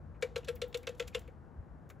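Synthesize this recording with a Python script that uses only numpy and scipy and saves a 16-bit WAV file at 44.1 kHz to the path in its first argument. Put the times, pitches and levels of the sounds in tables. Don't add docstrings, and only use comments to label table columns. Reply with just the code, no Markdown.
import sys
import numpy as np
from scipy import signal
from scipy.fft import rfft, irfft
from scipy.io import wavfile
from scipy.ndimage import uniform_filter1d

SR = 44100
rng = np.random.default_rng(int(sys.argv[2]) if len(sys.argv) > 2 else 0)


def level_to_linear(level):
    exponent = np.asarray(level, float) / 20
    return 10 ** exponent


def inscribe(sig):
    pcm = np.round(np.clip(np.atleast_2d(sig).T, -1, 1) * 32767)
    wavfile.write(sys.argv[1], SR, pcm.astype(np.int16))


N = 88200

# start_s, level_db, tilt_db_per_octave, strongest_mode_extra_db, two_low_modes_extra_db
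PECKS = [
    (0.2242, -27.5, -1, 15.5, 3.5),
    (0.3597, -29.5, 0, 10.5, 7),
    (0.4845, -31, 1.5, 0.1, 4.5),
    (0.617, -29.5, 2, -13, 0.5),
    (0.7442, -29.5, 1, 7, -4),
    (0.8706, -29.5, -0.5, -6, -6),
    (0.9977, -28.5, 1.5, -12, 2.5),
    (1.1476, -27.5, 0.5, 4, -1),
]


def evened(x):
    return x / np.sqrt(np.mean(x ** 2) + 1e-20)


def read(points, hz):
    f, value = np.transpose(points)
    return np.interp(np.log(hz + 1), np.log(f + 1), value)


def add(mix, s, sound):
    part = mix[round(s * SR):][:len(sound)]
    part += sound[:len(part)]


def fuzzy_line(hz, width_hz):
    f = np.fft.rfftfreq(N, 1 / SR)
    noise = rfft(rng.standard_normal(N))
    return evened(irfft(noise / (1 + (2 * (f - hz) / width_hz) ** 2), N))


def wash():
    # pitch_hz, level_db_per_hz
    air = [(25, -31), (66, -5), (97, -1.5), (157, -11.5), (1560, -29), (2350, -45), (3600, -55.5),
           (12300, -60.5), (13300, -80)]
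    # pitch_hz, likeness_0_to_1
    likeness = [(60, 0.35), (150, 0.52), (380, 0.95), (950, 0.51), (2380, 1), (5980, 1), (15000, 0.33)]
    frames, hz = N // 512 + 5, np.fft.rfftfreq(2048, 1 / SR)
    a, b, c, d, patches = rng.standard_normal((frames, 1025, 5)).T
    patches = uniform_filter1d(patches, size=20, axis=0)
    patches = evened(uniform_filter1d(patches, size=8, axis=1))
    same = np.clip(read(likeness, hz), -1, 1)[:, None]
    left = a + 1j * b
    right = same * left + np.sqrt(1 - same ** 2) * (c + 1j * d)
    z = np.array([left, right]) * level_to_linear(read(air, hz)[:, None] + 0.4 * patches)
    return level_to_linear(-54.5) * evened(signal.istft(z, nperseg=2048, noverlap=1536)[1][:, :N])


def hum():
    # pitch_hz, width_hz, level_db
    lines = [(58.3, 14, -56), (78.5, 12.4, -56), (151.98, 1.8, -59.5), (201.1, 4, -68.5)]
    # time_s, level_db
    curve = [(0.0, -48.5), (0.089, -50.5), (0.3, -50), (1.04, -55.5), (1.061, -44.5), (1.561, -56.5),
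             (1.598, -36.5), (1.68, -79), (1.722, -48), (1.93, -63.5), (1.969, -48), (2.0, -57.5)]
    upper_swell = 0.4
    s, level = np.transpose(curve)
    swell_db = np.interp(np.arange(N) / SR, s, level) + 49
    out = np.zeros(N)
    for hz, width_hz, db in lines:
        share = 1 if hz < 100 else upper_swell
        out += level_to_linear(db + swell_db * share - 3 * (hz > 100)) * fuzzy_line(hz, width_hz)
    return out


def after_ring():
    levels = [-47, -52, -44, -46, -48, -48.5, -50.5, -55.5]
    ring_hz, width_hz, rise_s, t60_s = 486.7, 40, 0.06, 0.42
    t, envelope = np.arange(SR // 3) / SR, np.zeros(N)
    for (s, *_), db in zip(PECKS, levels):
        add(envelope, s, np.clip(t / rise_s, 0, 1) ** 2 * level_to_linear(db - 60 * t / t60_s))
    return envelope * fuzzy_line(ring_hz, width_hz)


def scatter(x):
    level_db, t60_s, low_hz = -19.5, 0.034, 900
    taps = rng.standard_normal(2000) * level_to_linear(-60 * np.arange(2000) / SR / t60_s)
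    b, a = signal.butter(2, [low_hz / (SR / 2), .3], "band")
    side = signal.fftconvolve(signal.lfilter(b, a, x), taps / np.linalg.norm(taps))[:N]
    return level_to_linear(level_db) * np.array([side, -side])


def tail(far_db):
    # pitch_hz, t60_s
    panel_t60 = [(700, 0.2), (2500, 0.095), (6000, 0.066), (14000, 0.12)]
    far_t60_s = 0.48
    hz, t, z = signal.stft(rng.standard_normal(SR // 2), SR, nperseg=128)
    panels = level_to_linear(-60 * t / read(panel_t60, hz)[:, None])
    rocks = level_to_linear(far_db - 60 * t / far_t60_s)
    return signal.istft(z * (panels + rocks), SR, nperseg=128)[1]


def hump(hz):
    return np.exp(-(np.log2(np.clip(hz, 500, None) / 3050) / .3) ** 2)


def colour(tilt_db, mid_db=0):
    # pitch_hz, level_db_per_hz
    crack = [(410, -60), (700, -14.5), (3460, -5), (5060, -15.5), (7290, -16.5), (9110, -25.5),
             (12500, -28), (14500, -35), (16000, -35.5)]
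    ragged_db = 1.8
    hz = abs(np.fft.fftfreq(2048, 1 / SR))
    ragged = np.interp(hz, np.linspace(0, SR / 2, 24), rng.standard_normal(24))
    db = read(crack, hz) + tilt_db * np.log2(np.clip(hz, 500, None) / 3000)
    db = db - 30 * (hz < 500) + ragged_db * ragged + mid_db * hump(hz)
    log = np.log(level_to_linear(db))
    tap = np.fft.ifft(np.exp(log - 1j * signal.hilbert(log).imag)).real[:1024]
    return tap / np.linalg.norm(tap)


def chatter(length, rise, fall):
    contacts_per_s = 3800
    chance, side = rng.random((2, 2048))
    t = np.arange(2048) / SR
    contacts = np.sign(side - .5) * (chance < contacts_per_s / SR)
    contacts = contacts + 0.34 * rng.standard_normal(2048)
    shape = np.clip(t / rise, 0, 1) ** 1.5 * np.exp(-np.clip(t - length, 0, None) / fall)
    out = contacts * shape
    return out * np.sqrt(length * SR / np.sum(out ** 2))


def scuff(db, length, tilt_db):
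    out = tail(-20.5)
    out = level_to_linear(-6) * out * np.minimum(np.arange(len(out)) / SR / length, 1) ** 2
    add(out, 0, chatter(.6 * length, .6 * length, .3 * length))
    return level_to_linear(db) * signal.fftconvolve(out, colour(tilt_db))


def touch(db, length, hz):
    t60_s = .006
    t = np.arange(3000) / SR
    mode = level_to_linear(-60 * t / t60_s) * np.sin(2 * np.pi * hz * t)
    return level_to_linear(db) * np.convolve(chatter(length, .5 * length, 0.01), mode / np.linalg.norm(mode))


def swell(t, fall):
    peak_s = 0.0086
    u = np.clip(t / peak_s, 0, None)
    rise = np.sin(np.pi / 2 * u.clip(0, 1)) ** 2
    return np.where(u < 1, rise, np.exp(-fall * (u - 1) ** 2 / (1 + .5 * u)))


def knock(hz, db, delay, second_db, lag):
    t = np.arange(SR // 3) / SR
    first = swell(t, 3.6) * np.sin(2 * np.pi * hz * t)
    rebound = swell(t - delay, 1.5) * np.sin(2 * np.pi * (hz * t - lag))
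    return level_to_linear(db) * first + level_to_linear(second_db) * rebound


def peck(db, tilt_db, strong_db, low_db, mid_db):
    mode_hz = [665, 1060, 1345, 1600, 1890, 2165, 2293, 2510, 2645, 2852, 3283, 3530, 3780, 4130]
    # level_db, t60_s
    mode_rings = [(-12.5, 0.14), (-15.5, 0.055), (-7, 0.097), (-6, 0.037), (-20, 0.031), (1, 0.029),
                  (-9, 0.064), (-6, 0.045), (-3.5, 0.059), (-4.5, 0.064), (-2.5, 0.008), (2, 0.024),
                  (-29, 0.029), (2, 0.023)]
    glass_db, crack_db, tail_db, far_db = -8.5, -11.5, -14, -37
    detune, uneven_db, blow = 0.0071, 1, 1.6
    t = np.arange(6000) / SR
    drive, click = chatter(0.0065, 0.0007, 0.0029), colour(tilt_db, mid_db)
    modes = np.zeros(len(t))
    for k, (hz, (mode_db, t60)) in enumerate(zip(mode_hz, mode_rings)):
        uneven, off, phase = rng.standard_normal(3)
        level = mode_db + uneven_db * uneven + mid_db * hump(hz)
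        level = level + strong_db * (k == 6) + low_db * (k in (2, 3))
        pitch = hz * (1 + detune * np.tanh(off))
        modes += level_to_linear(level - 60 * t / t60) * np.sin(2 * np.pi * pitch * t + phase)
    struck = drive + blow * np.linalg.norm(drive) * (np.arange(len(drive)) == 20)
    ring = np.convolve(struck / np.hypot(1, blow), modes * np.minimum(t / 0.0019, 1) / 20)
    out = level_to_linear(tail_db) * signal.fftconvolve(tail(far_db - tail_db), click)
    add(out, 0, level_to_linear(glass_db) * ring)
    add(out, 0, level_to_linear(crack_db) * np.convolve(drive, click))
    return level_to_linear(db) * out


def bird():
    # pitch_hz, level_db, rebound_delay_s, rebound_level_db, rebound_lag_cycles
    knocks = [
        (487.4, -25.5, 0.017, -32, 0.66),
        (483, -29, 0.0185, -35.5, 0.21),
        (480, -31.5, 0.0096, -32.5, 0.068),
        (487, -31, 0.016, -33.5, 0.077),
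        (483, -31.5, 0.0097, -33.5, 0.016),
        (492, -34, 0.018, -36, 0.41),
        (488, -30.5, 0.013, -35.5, 0.2),
        (483, -29.5, .018, -36.5, 0.7),
    ]
    mids = [-5, -1, -1, 0.5, 2.1, 0.5, 2, 0.9]
    # start_s, level_db, length_s, tilt_db_per_octave
    scuffs = [(0.209, -69, 0.014, 10), (0.373, -51.5, 0.013, 4), (0.443, -54.5, 0.0095, 4.5),
              (0.469, -56, 0.016, -1), (0.55, -45, 0.012, 28), (0.555, -62, 0.011, -0.5),
              (0.638, -54, 0.0083, -3.5), (0.679, -45.5, 0.0033, 35), (0.725, -57.5, 0.0071, 0),
              (0.769, -50, 0.0091, 10), (0.827, -60.5, 0.0081, 11.5), (0.83, -69, 0.015, -11),
              (0.887, -51.5, 0.0098, 3.5), (0.943, -69, 0.015, 7), (0.964, -69.5, 0.036, 12),
              (1.021, -52, 0.0081, -1), (1.07, -51, 0.017, 8.5), (1.132, -65, 0.02, 3),
              (1.178, -54, 0.005, -3.5), (1.189, -53.5, 0.0091, 14.5), (1.216, -63, 0.0026, -3),
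              (1.274, -67, 0.0083, 16.5), (1.89, -62, 0.0051, 14), (1.896, -59.5, 0.013, 10),
              (1.997, -81, 0.0064, 3.)]
    # start_s, level_db, length_s, pitch_hz
    touches = [(0.134, -76, .03, 2370), (0.429, -58.5, 0.0028, 2630), (0.446, -65.5, 0.0065, 4150),
               (0.478, -52, 0.0057, 2540), (0.563, -60, 0.0059, 2280), (0.828, -60, 0.013, 2310),
               (1.071, -58.5, 0.014, 2320), (1.121, -66, 0.016, 2450), (1.273, -60, 0.0086, 2330),
               (1.8975, -57.5, 0.0069, 2220), (1.898, -53.5, 0.0051, 1430)]
    # start_s, pitch_hz, level_db
    nudges = [
        (0.476, 550, -41.5),
        (1.902, 463, -55),
        (1.28, 494, -48),
    ]
    mix = np.zeros(N)
    for (s, *row), hollow, mid_db in zip(PECKS, knocks, mids):
        add(mix, s - .0008, peck(*row, mid_db))
        add(mix, s, knock(*hollow))
    for s, *row in scuffs:
        add(mix, s, scuff(*row))
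    for s, *row in touches:
        add(mix, s, touch(*row))
    for s, hz, db in nudges:
        add(mix, s, knock(hz, db, .012, db - 14, .45))
    return mix


def scene():
    near = bird()
    return wash() + hum() + after_ring() + scatter(near) + near


def roll_off(x):
    return signal.sosfilt(signal.butter(12, 16500, fs=SR, output="sos"), x)


def record(dry):
    # pitch_hz, left_minus_right_db
    lean = [(60, 2.4), (140, 4), (210, 9.5), (330, 7.5), (520, 5.), (800, 7.5), (1200, 3.5), (1800, 3)]
    # pitch_hz, left_lead_radians
    low_phase = [(60, 0.24), (200, 0.28), (500, 0.052), (900, 0.66), (1300, 1), (1800, 0.1)]
    # pitch_hz, left_lead_half_cycles
    ports = [(7400, 0), (8700, .97), (9550, 1.06), (10500, 1.8), (10900, 1.98), (11500, 2.07),
             (12700, 2.83), (13700, 3.1), (14700, 3.9)]
    edge_hz, pad = 15700, 2048
    size = N + 2 * pad
    wide = np.pad(dry, ((0, 0), (pad, pad)), mode="reflect")
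    hz = np.fft.rfftfreq(size, 1 / SR)
    low = np.clip((2600 - hz) / 800, 0, 1)
    turn = low * read(low_phase, hz) + np.pi * np.interp(hz, *np.transpose(ports))
    half = level_to_linear(low * read(lean, hz) / 2) * np.exp(.5j * turn)
    edge = 1 / (1 + (hz / edge_hz) ** 120)
    out = irfft(rfft(wide) * np.array([half, 1 / half]) * edge, size)[:, pad:N + pad]
    out = out * np.minimum(np.arange(N) / 100, 1)
    return roll_off(out)


dry = scene()
out = record(dry)
inscribe(out)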